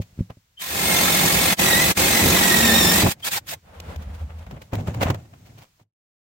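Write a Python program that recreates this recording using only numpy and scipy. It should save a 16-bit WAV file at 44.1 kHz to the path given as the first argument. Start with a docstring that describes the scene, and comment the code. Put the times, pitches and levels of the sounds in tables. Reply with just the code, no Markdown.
"""Hole saw in a plastic tank.

Outdoors, a cordless drill drives a hole saw through the floor of an open tank. The teeth rasp and
throb, the gear whine sags under load, and the thin floor drums in forced vibration. The saw breaks
through and is blipped free. Then wind rumbles, and the caged tank is tipped over: impacts excite its
hollow modes, fittings click, and sliding friction makes a gritty scrape."""
import sys
import numpy as np
from scipy import signal
from scipy.fft import rfft, irfft
from scipy.io import wavfile

SR = 44100
rng = np.random.default_rng(int(sys.argv[2]) if len(sys.argv) > 2 else 0)


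def wav_record(signal):
    """Record a signal, one row per channel, as 16-bit PCM in the file named by sys.argv[1]."""
    frames = np.transpose(np.atleast_2d(signal))
    bounded = np.clip(frames, -1, 1)
    # unit amplitude maps onto the largest positive 16-bit level
    quanta = np.round(bounded * 32767).astype(np.int16)
    wavfile.write(sys.argv[1], SR, quanta)


N = 280608
TIME = np.arange(N) / SR
BIN_HZ = np.maximum(np.fft.rfftfreq(N, 1 / SR), 1)

# trigger pulls: (pressed [s], released [s], free-running hiss [dB])
TRIGGER_PULLS = [(0.612, 1.533, -31), (1.596, 1.917, -29.5), (1.976, 3.122, -25.5), (3.253, 3.286, -24),
                 (3.321, 3.379, -24), (3.484, 3.539, -32)]
# drill speed, sagging as the hand pushes: (time [s], gear mesh frequency [Hz])
MESH_SPEED = [(0.92, 2136), (1.02, 2079), (1.13, 2180), (1.4, 2194), (1.63, 1980), (1.745, 1886),
              (1.8, 1988), (1.92, 2017), (1.99, 2150), (2.11, 2104), (2.236, 1940), (2.29, 2130),
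              (2.42, 1923), (2.6, 1893), (2.705, 1795), (2.785, 1879), (2.865, 1754), (3.02, 2002)]
# overtones of the whine: (harmonic number, relative level [dB])
MESH_OVERTONES = [(2, 2), (3, -0.5), (4, 3.5), (5, 0), (7, -13)]
# the saw squeals on one harmonic: (start [s], end [s], harmonic number, level [dB])
SAW_SQUEALS = [(0.88, 0.95, 1, -27.5), (1.69, 1.84, 1, -23), (1.73, 1.77, 2, -25), (2.17, 2.24, 1, -27.5),
               (2.44, 2.61, 1, -23), (2.69, 2.73, 1, -21.5), (2.66, 2.88, 2, -26), (2.78, 2.905, 3, -27.5)]
# the saw snags and shakes the floor: (start [s], end [s], drumming level [dB])
SAW_SNAGS = [(1.24, 1.273, -23.5), (1.34, 1.384, -28), (2.0, 2.055, -26.5), (2.23, 2.352, -20.5),
             (3.04, 3.074, -17.5)]
# one floor mode hums under the hardest push: (time [s], level [dB])
FLOOR_HUM_LEVELS = [(2.15, -26), (2.5, -33), (2.64, -19.5), (2.75, -19.5), (2.85, -31.5), (3.0, -35)]
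# resonances of saw cup and drill housing: (centre [Hz], width [Hz], gain [dB])
HOUSING_RESONANCES = [(687, 200, 6.5), (958, 52, 3.5), (1075, 80, 0), (2040, 110, -2), (2554, 300, 5),
                      (3570, 220, 1.5), (4380, 40, -5.5), (5620, 170, 2.5), (6600, 150, 1), (7600, 200, 1),
                      (8700, 350, 2)]
# motor chirps: (time [s], duration [s], from [Hz], to [Hz], level [dB], pitch wobble [fraction])
MOTOR_GLIDES = [(0.568, 0.06, 3100, 3140, -39, .012), (0.62, 0.055, 1000, 1060, -40, .015),
                (3.224, 0.03, 3150, 3420, -32, .02), (3.325, 0.045, 3000, 1900, -36, .09),
                (3.36, 0.03, 950, 790, -30, .04), (3.52, 0.03, 760, 560, -34, .06)]
# modes of the tank: (frequency [Hz], level [dB], t60 [s])
TANK_MODES = [(72, -25, .10), (105, -5, 0.11), (139, 3.5, 0.027), (182, -8.5, 0.11), (250, -5, 0.055),
              (325, -7.5, 0.025), (403, -13, .04), (543, -5.5, 0.034), (660, -17, 0.044), (847, -11, .03)]
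# blows on the tank: (time [s], level [dB], contact time [s])
TANK_BLOWS = [(0.0, -12.5, 0.0017), (0.126, -41, 0.0049), (0.176, -30, 0.0025), (0.189, -15, 0.0025),
              (0.206, -8, 0.0029), (0.302, -25.5, 0.0014), (0.37, -37.5, 0.0017), (2.254, -5.5, 0.0022),
              (2.322, -18, 0.0016), (3.033, -8, 0.0012), (3.053, -5, 0.0022), (3.085, -13, 0.0024),
              (4.73, -12, 0.001), (4.739, -17, 0.0014), (4.884, -12, 0.00107), (5.018, -15, 0.00098),
              (5.057, -10, .002), (5.101, -14, 0.0013)]
# handling clicks, and cracks as the disc breaks out: (time [s], body [dB], bright edge [dB], t60 [s])
CLICK_EVENTS = [(0.021, -50, -45.5, 0.073), (0.194, -52.5, -60.5, 0.11), (0.304, -40, -55.5, 0.055),
                (3.025, -22, -40, 0.076), (3.065, -21.5, -42, 0.082), (3.2, -60, -54.5, 0.12),
                (3.802, -43, -34, 0.0134), (3.962, -39, -42, 0.021), (4.025, -56, -51, 0.07),
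                (4.149, -54, -52, 0.1), (4.389, -60, -56, 0.064), (4.466, -44.5, -54, 0.025),
                (4.512, -44, -52.5, .06), (4.62, -43, -47, 0.0573), (4.737, -37.5, -47, 0.11),
                (4.755, -51, -42, 0.032), (4.803, -50, -51.5, 0.12), (4.876, -34.5, -42, 0.071),
                (4.946, -39, -46, 0.087), (5.018, -21.5, -33, 0.072), (5.032, -25, -29, 0.065),
                (5.067, -29.5, -49, .16), (5.104, -20, -30.5, 0.031), (5.146, -36.5, -44, 0.045),
                (5.255, -52, -62, 0.04), (5.465, -58.5, -57.5, 0.12), (5.585, -52.5, -55, 0.13),
                (5.624, -52.5, -55, 0.14), (5.8, -60, -68, 0.098)]
# lurches of the tipping tank: (time [s], wall flexing [dB], scraping [dB], t60 [s])
TANK_LURCHES = [(4.53, -32, -54, 0.39), (4.739, -17.5, -38.5, 0.14), (4.791, -24, -43.5, 0.43),
                (4.882, -25.5, -40.5, 0.24), (4.975, -27, -42, 0.4), (5.026, -30, -39, 0.4),
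                (5.091, -18.5, -38.5, 0.27), (5.48, -45.5, -62, 0.44), (5.815, -55, -82, 0.14)]
# walls settling after a bump, cut or tip: (start [s], end [s], trembling [dB], gritty hiss [dB])
WALL_SETTLING = [(0.0, 0.33, -56, -77), (3.12, 3.578, -49.5, -62), (5.2, 5.624, -50, -69)]
# faint outdoor air: (time [s], level [dB])
AIR_LEVELS = [(0, -58.5), (0.4, -64), (5.6, -61), (5.83, -68.5)]

# noise spectra of the sources: (frequency [Hz], relative spectral density [dB])
TEETH_SPECTRUM = [(900, -4.5), (1500, 0), (1900, 4), (2600, -0.5), (2950, -0.5), (3500, 2), (5900, -3),
                  (6800, -1), (8700, -2.5), (10200, -6.5), (11800, -4.5), (13000, -2), (14100, -1),
                  (15300, -2.5)]
GEARBOX_SPECTRUM = [(300, -28), (520, -4.5), (880, -5.5), (1100, -4), (1450, -13.5), (2000, -6),
                    (3000, -32)]
FLOOR_SPECTRUM = [(25, -33), (45, -10), (75, 0), (110, -2.5), (140, -3.5), (175, 5.5), (205, 3), (228, -3),
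                  (270, -3), (370, -1.5), (470, -9), (800, -20.5)]
CLICK_BODY_SPECTRUM = [(120, 3.5), (300, -1), (700, 4), (1500, -4.5), (3000, -11.5), (6000, -39.5)]
CLICK_EDGE_SPECTRUM = [(1000, -29), (2200, 10), (3500, 6), (6500, 1.5), (10500, -7.5), (15000, 0.5)]
FLEX_SPECTRUM = [(25, -23), (55, -10), (85, 3), (108, 7), (150, 0), (200, -7), (270, -10), (400, -17.5),
                 (600, -16.5)]
SCRAPE_SPECTRUM = [(300, -6), (500, -9.5), (700, -4), (950, -9.5), (2250, -11.5), (5200, -28), (6900, -19),
                   (10500, -37), (16000, -31)]
WIND_SPECTRUM = [(25, -25), (50, -3), (68, 4), (80, 11), (110, -11.5), (190, -8), (380, -37), (510, -27.5),
                 (720, -31), (1050, -34), (3300, -45.5), (5000, -54), (10500, -59), (16000, -61.5)]
AIR_SPECTRUM = [(30, -6.5), (110, 0), (300, -22.5), (700, -19.5), (2000, -18), (7000, -20.5),
                (10500, -28.5), (16000, -22.5)]
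# stereo balance of the drilling: (frequency [Hz], left minus right [dB])
DRILL_BALANCE = [(60, -1.5), (110, 1), (200, -2), (380, -1), (700, -0.5), (1290, 0), (2380, 0.5),
                 (4400, 0.5), (8120, -2.0), (15000, -5.0)]
# likeness of the noise on the two sides: (frequency [Hz], correlation)
STEREO_CORRELATION = [(60, 1), (130, 0.99), (280, 0.9), (500, 0.34), (1000, 0.012), (4000, 0)]

# load laws: (level at light load [dB], growth with the sag in mesh frequency [dB/Hz])
TEETH_LAW, GEARBOX_LAW, FLOOR_LAW = (-19.5, 0.00062), (-29, 0.005), (-27.5, 0.011)
WHINE_LAW, OVERTONE_LAW = (-33.5, 0.012), (-39.5, 0.012)
LIGHT_LOAD_HZ, THROB_HZ = 2200, 45.4
TOUCH_S, SINK_S, THROUGH_S, BREAK_S = 0.65, 0.27, 3.055, 0.045  # slow entry, sudden breakthrough
ECHO_LAGS_S = [0.0023, 0.0037, 0.0059, 0.0076, 0.0113]


def drill(snag_fade_s=0.077):
    """Forced vibration: the saw binds and frees, modulating teeth, gears and floor at one rate."""
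    mesh_hz = np.interp(TIME, *np.transpose(MESH_SPEED))
    running, free, braking = trigger()
    cutting = running * np.clip(np.minimum((TIME - TOUCH_S) / SINK_S, (THROUGH_S - TIME) / BREAK_S), 0, 1)
    snags = sum(undb(db) * envelope(start, end, snag_fade_s, snag_fade_s) for start, end, db in SAW_SNAGS)
    free_shake = undb(-21.5) * free
    throb = np.sin(phase_of(THROB_HZ * (1 + .015 * walk(8.1))))
    # independent excitations add in power
    teeth = np.hypot(cutting * load_gain(TEETH_LAW, mesh_hz), free) * saw_teeth(throb)
    rattle = np.hypot(cutting * load_gain(GEARBOX_LAW, mesh_hz), free_shake + braking) * gearbox(throb)
    drum = np.hypot(cutting * load_gain(FLOOR_LAW, mesh_hz), free_shake + snags) * floor_drum(throb)
    hum = floor_hum()
    reflected = wall_echo(teeth + rattle)
    whine = cutting * gear_whine(mesh_hz, throb)
    return housing(reflected + drum + hum + whine)


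def trigger(spin_up_s=0.059, brake_s=0.04, clatter_db=-41.5):
    """Exponential spin-up and braking: gains of the running motor, its hiss and its braking clatter."""
    running, free, braking = np.zeros((3, N))
    for pressed, released, db in TRIGGER_PULLS:
        pull = envelope(pressed, released, spin_up_s, brake_s)
        running += pull
        free += undb(db) * pull
        braking += undb(clatter_db) * envelope(released, released, 2 * spin_up_s, brake_s)
    return running, free, braking


def load_gain(law, mesh_hz):
    """Mechanical loading: the harder the push, the slower the gears and the louder the cut."""
    db, db_per_hz = law
    return undb(db + db_per_hz * (LIGHT_LOAD_HZ - mesh_hz))


def saw_teeth(throb):
    """Fracture noise: the teeth tear chips from the plastic in a throbbing broadband rasp."""
    tearing = unit_rms(undb(1.5 * walk(2500))) * noise(TEETH_SPECTRUM) + .32 * chips()
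    return unit_rms(undb(1.6 * throb)) * tearing


def chips(count=2000, t60=0.051):
    """Impulse excitation: chips snap off and ping the saw cup, each at a pitch of its own."""
    out, t = np.zeros((2, N)), TIME[:SR // 25]
    decay = np.exp(-np.log(1000) * t / t60)
    for when, pitch, weakness, *phases in rng.random((count, 5)):
        onset, hz = .6 + 3 * when, 700 + 15000 * pitch
        ping = undb(-np.log(weakness + .03)) * decay
        for side, cycles in zip(out, phases):
            add(side, onset, ping * np.sin(2 * np.pi * (hz * t + cycles)))
    return unit_rms(irfft(rfft(out) * undb(over_bins(TEETH_SPECTRUM)), N))


def gear_whine(mesh_hz, throb, squeal_fade_s=0.21):
    """Periodic tooth meshing gives a harmonic series; the saw's squeals lift single partials."""
    overtone_gain = load_gain(OVERTONE_LAW, mesh_hz)
    partials = {1: load_gain(WHINE_LAW, mesh_hz)}
    partials |= {round(k): undb(db) * overtone_gain for k, db in MESH_OVERTONES}
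    for start, end, k, db in SAW_SQUEALS:
        squeal = undb(db) * envelope(start, end, squeal_fade_s, squeal_fade_s)
        partials[round(k)] = np.hypot(partials[round(k)], squeal)
    phase = phase_of(mesh_hz * (1 + .006 * walk(70) + .017 * walk(900) + 0.006 * throb))
    out = np.zeros((2, N))
    for side in out:  # own paths off the walls: level and phase flutter apart on each side
        for k, gain in partials.items():
            flutter = undb(3.4 * walk(110))
            side += gain * flutter * np.sin(k * phase + 0.81 * walk(90))
    return undb(1.2 * throb + 2) * out


def gearbox(throb):
    """Amplitude modulation: the shaken gearbox rattles unevenly in step with the throb."""
    return unit_rms(undb(2.2 * throb + 0.87 * walk(400))) * noise(GEARBOX_SPECTRUM)


def floor_drum(throb):
    """Forced vibration: low, throbbing drumming of the thin floor, with the noise peaks softly limited."""
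    drumming = unit_rms(undb(1.3 * throb)) * noise(FLOOR_SPECTRUM)
    return unit_rms(np.tanh(.6 * drumming))


def floor_hum(mode_hz=225):
    """Resonance: under the hardest push the floor hums on a single mode."""
    phase = phase_of(mode_hz * (1 + 0.011 * walk(60)))
    return gain_curve(FLOOR_HUM_LEVELS, fade_s=0.084) * np.sin(phase)


def wall_echo(sound, echo_db=-15, sway_s=0.00006, sway_hz=5):
    """Comb filtering by wall reflections: as the drill sways, some lags grow and others shrink."""
    gain, out = undb(echo_db), sound.copy()
    for heard, direct in zip(out, sound):
        sway = sway_s * walk(sway_hz)
        for k, lag in enumerate(ECHO_LAGS_S):
            heard += gain * np.interp(TIME - lag - (-1) ** k * sway, TIME, direct)
    return out / np.sqrt(1 + len(ECHO_LAGS_S) * gain ** 2)


def housing(sound):
    """Resonant filtering: saw cup and housing colour the sound; each band leans left or right."""
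    lift_db = sum(db / (1 + (2 * (BIN_HZ - centre) / width) ** 2)
                  for centre, width, db in HOUSING_RESONANCES)
    balance_db = np.outer([.5, -.5], over_bins(DRILL_BALANCE))
    return irfft(rfft(sound) * undb(lift_db + balance_db), N)


def motor_glides():
    """Pitch follows rotation speed: shaky whistles on starting, falling tones on braking."""
    out = np.zeros((2, N))
    for onset, duration, from_hz, to_hz, db, wobble in MOTOR_GLIDES:
        n = int(duration * SR)
        for side in out:
            shake = undb(3 * walk(400)[:n])
            hz = np.geomspace(from_hz, to_hz, n) * (1 + wobble * walk(545)[:n])
            add(side, onset, undb(db) * shake * signal.windows.tukey(n, .5) * np.sin(phase_of(hz)))
    return out


def knocks():
    """Modal ringing of the struck tank: longer contact is duller, and each spot rings differently."""
    out, t = np.zeros(N), TIME[:SR // 3]
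    hz, mode_db, t60 = np.transpose(TANK_MODES)[:, :, None]
    for onset, db, contact_s in TANK_BLOWS:
        detune, colour = rng.standard_normal((2, len(TANK_MODES), 1))
        decay = undb(mode_db + 1.5 * colour) * np.exp(-np.log(1000) * t / t60)
        ring = np.sum(decay * np.sin(2 * np.pi * hz * (1 + 0.061 * detune) * t), axis=0)
        blow = np.convolve(ring, np.hanning(int(contact_s * SR) + 3))
        add(out, onset, undb(db) * blow / np.abs(blow).max())
    # a thin shell radiates little deep bass
    return signal.sosfilt(signal.butter(2, 55, "high", fs=SR, output="sos"), out)


def clicks(rise_share=0.48, grit_db=3):
    """Friction, then impact: cage, pallet and fittings give bursts with a dull body and bright edge."""
    body, edge = np.zeros((2, N))
    for onset, body_db, edge_db, t60 in CLICK_EVENTS + grit_ticks():
        burst = envelope(onset, onset, rise_share * t60, t60)
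        body += undb(body_db) * burst
        edge += undb(edge_db) * burst
    grit = unit_rms(undb(grit_db * walk(900)))
    return undb(4.0) * grit * (body * noise(CLICK_BODY_SPECTRUM) + edge * noise(CLICK_EDGE_SPECTRUM))


def grit_ticks(count=10, start=4.2, end=5.55, spread_db=3, t60=0.084):
    """Random impacts: small ticks of grit, as rows like those of CLICK_EVENTS."""
    return [(start + when * (end - start), -52 + spread_db * body, -69 + spread_db * edge, t60)
            for when, body, edge in rng.random((count, 3))]


def tipping(rise_s=0.002, rise_share=0.233):
    """Flexure and sliding friction: at each lurch the walls boom and the pallet scrapes over grit."""
    flex, scrape = np.zeros((2, N))
    for onset, flex_db, scrape_db, t60 in TANK_LURCHES:
        lurch = envelope(onset, onset, rise_s + rise_share * t60, t60)
        flex += undb(flex_db) * lurch
        scrape += undb(scrape_db) * lurch
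    grit = unit_rms(undb(3 * walk(60) + 2 * walk(1500)))
    return flex * noise(FLEX_SPECTRUM) + scrape * grit * noise(SCRAPE_SPECTRUM)


def wind(start=3.61, rumble_db=-35.5, rush_db=-43, rush_rise_s=0.24, ease_db_per_s=17):
    """Turbulence: one gust rumbles over the open tank, with a soft rush above that eases off."""
    def gust(rise_s, end, fall_s):
        return np.clip((TIME - start) / rise_s, 0, 1) * envelope(start, end, rise_s, fall_s)

    rumble = gust(rise_s=0.17, end=4.52, fall_s=0.55) * undb(rumble_db + 3.3 * walk(12))
    held_s = np.maximum(0, TIME - start - rush_rise_s)
    rush = gust(rush_rise_s, end=4.55, fall_s=1.6) * undb(rush_db - ease_db_per_s * held_s)
    rush *= unit_rms(undb(2.8 * walk(40)))
    return rumble * noise(WIND_SPECTRUM, hi_hz=289) + rush * noise(WIND_SPECTRUM, lo_hz=374)


def settling(fade_s=0.12, decay_db_per_s=1.5):
    """Damped vibration: the walls tremble on with a gritty hiss after each disturbance."""
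    tremble, hiss = np.zeros((2, N))
    for start, end, tremble_db, hiss_db in WALL_SETTLING:
        dying = envelope(start, end, fade_s, fade_s) * undb(-decay_db_per_s * np.maximum(0, TIME - start))
        tremble += undb(tremble_db) * dying
        hiss += undb(hiss_db) * dying
    return tremble * noise(FLEX_SPECTRUM) + hiss * noise(SCRAPE_SPECTRUM)


def air():
    """Ambient noise: faint outdoor air that wavers in level."""
    return gain_curve(AIR_LEVELS, fade_s=0.0464) * undb(2.2 * walk(14)) * noise(AIR_SPECTRUM)


def noise(spectrum, lo_hz=15, hi_hz=20000):
    """Partial coherence: band-limited coloured stereo noise of rms 1, alike on both sides in the bass."""
    lo_hz, hi_hz = max(lo_hz, .8 * spectrum[0][0]), min(hi_hz, 1.25 * spectrum[-1][0])
    rolloff = np.sqrt((1 + (lo_hz / BIN_HZ) ** 8) * (1 + (BIN_HZ / hi_hz) ** 8))
    gain = undb(over_bins(spectrum)) / rolloff
    mid, side = rfft(rng.standard_normal((2, N)))
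    correlation = np.clip(over_bins(STEREO_CORRELATION), -1, 1)
    mid, side = mid * np.sqrt(1 + correlation), side * np.sqrt(1 - correlation)
    return unit_rms(irfft(gain * np.array([mid + side, mid - side]), N))


def walk(rate_hz):
    """Random modulation of rms 1 that changes about rate_hz times a second."""
    steps = rng.standard_normal(N // 8)
    return unit_rms(np.interp(TIME * rate_hz, np.arange(len(steps)), steps))


def envelope(start, end, rise_s, fall_s):
    """Exponential growth and decay: up 60 dB in rise_s, full from start to end, down 60 dB in fall_s."""
    out, near = np.zeros(N), slice(*np.searchsorted(TIME, [start - 2 * rise_s, end + 2 * fall_s]))
    outside = np.maximum(0, np.maximum((start - TIME[near]) / rise_s, (TIME[near] - end) / fall_s))
    out[near] = np.exp(-np.log(1000) * outside)
    return out


def gain_curve(rows, fade_s):
    """Interpolated gain from (time [s], level [dB]); outside their span it falls 60 dB in fade_s."""
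    times, db = np.transpose(rows)
    outside = np.maximum(0, np.maximum(times[0] - TIME, TIME - times[-1]))
    fade = np.exp(-np.minimum(np.log(1000) * outside / fade_s, 20))
    return undb(np.interp(TIME, times, db)) * fade


def over_bins(points):
    """Interpolation of (frequency [Hz], value) on a logarithmic frequency axis."""
    hz, value = np.transpose(points)
    return np.interp(np.log(BIN_HZ), np.log(hz), value)


def phase_of(hz):
    """Phase as the time integral of frequency."""
    return 2 * np.pi * np.cumsum(hz) / SR


def undb(db):
    """Amplitude ratio from decibels."""
    return np.exp(np.asarray(db) * (np.log(10) / 20))


def unit_rms(x):
    """Normalisation to rms 1."""
    return x / np.sqrt(np.mean(x ** 2))


def add(track, onset_s, sound):
    """Superposition of a sound on a track."""
    start = max(0, int(onset_s * SR))
    track[start:start + len(sound)] += sound[:N - start]


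def scene():
    """Superposition of drilling, handling and the open air."""
    return drill() + motor_glides() + knocks() + clicks() + wind() + tipping() + air() + settling()


def record(dry, cutoff_hz=15950):
    """Soft saturation rounds the highest peaks; a steep low-pass cuts the top."""
    rounded = 1.3 * np.tanh(dry / 1.3)
    return signal.sosfilt(signal.ellip(12, .2, 80, cutoff_hz, fs=SR, output="sos"), rounded)


dry = scene()
out = record(dry)
wav_record(out)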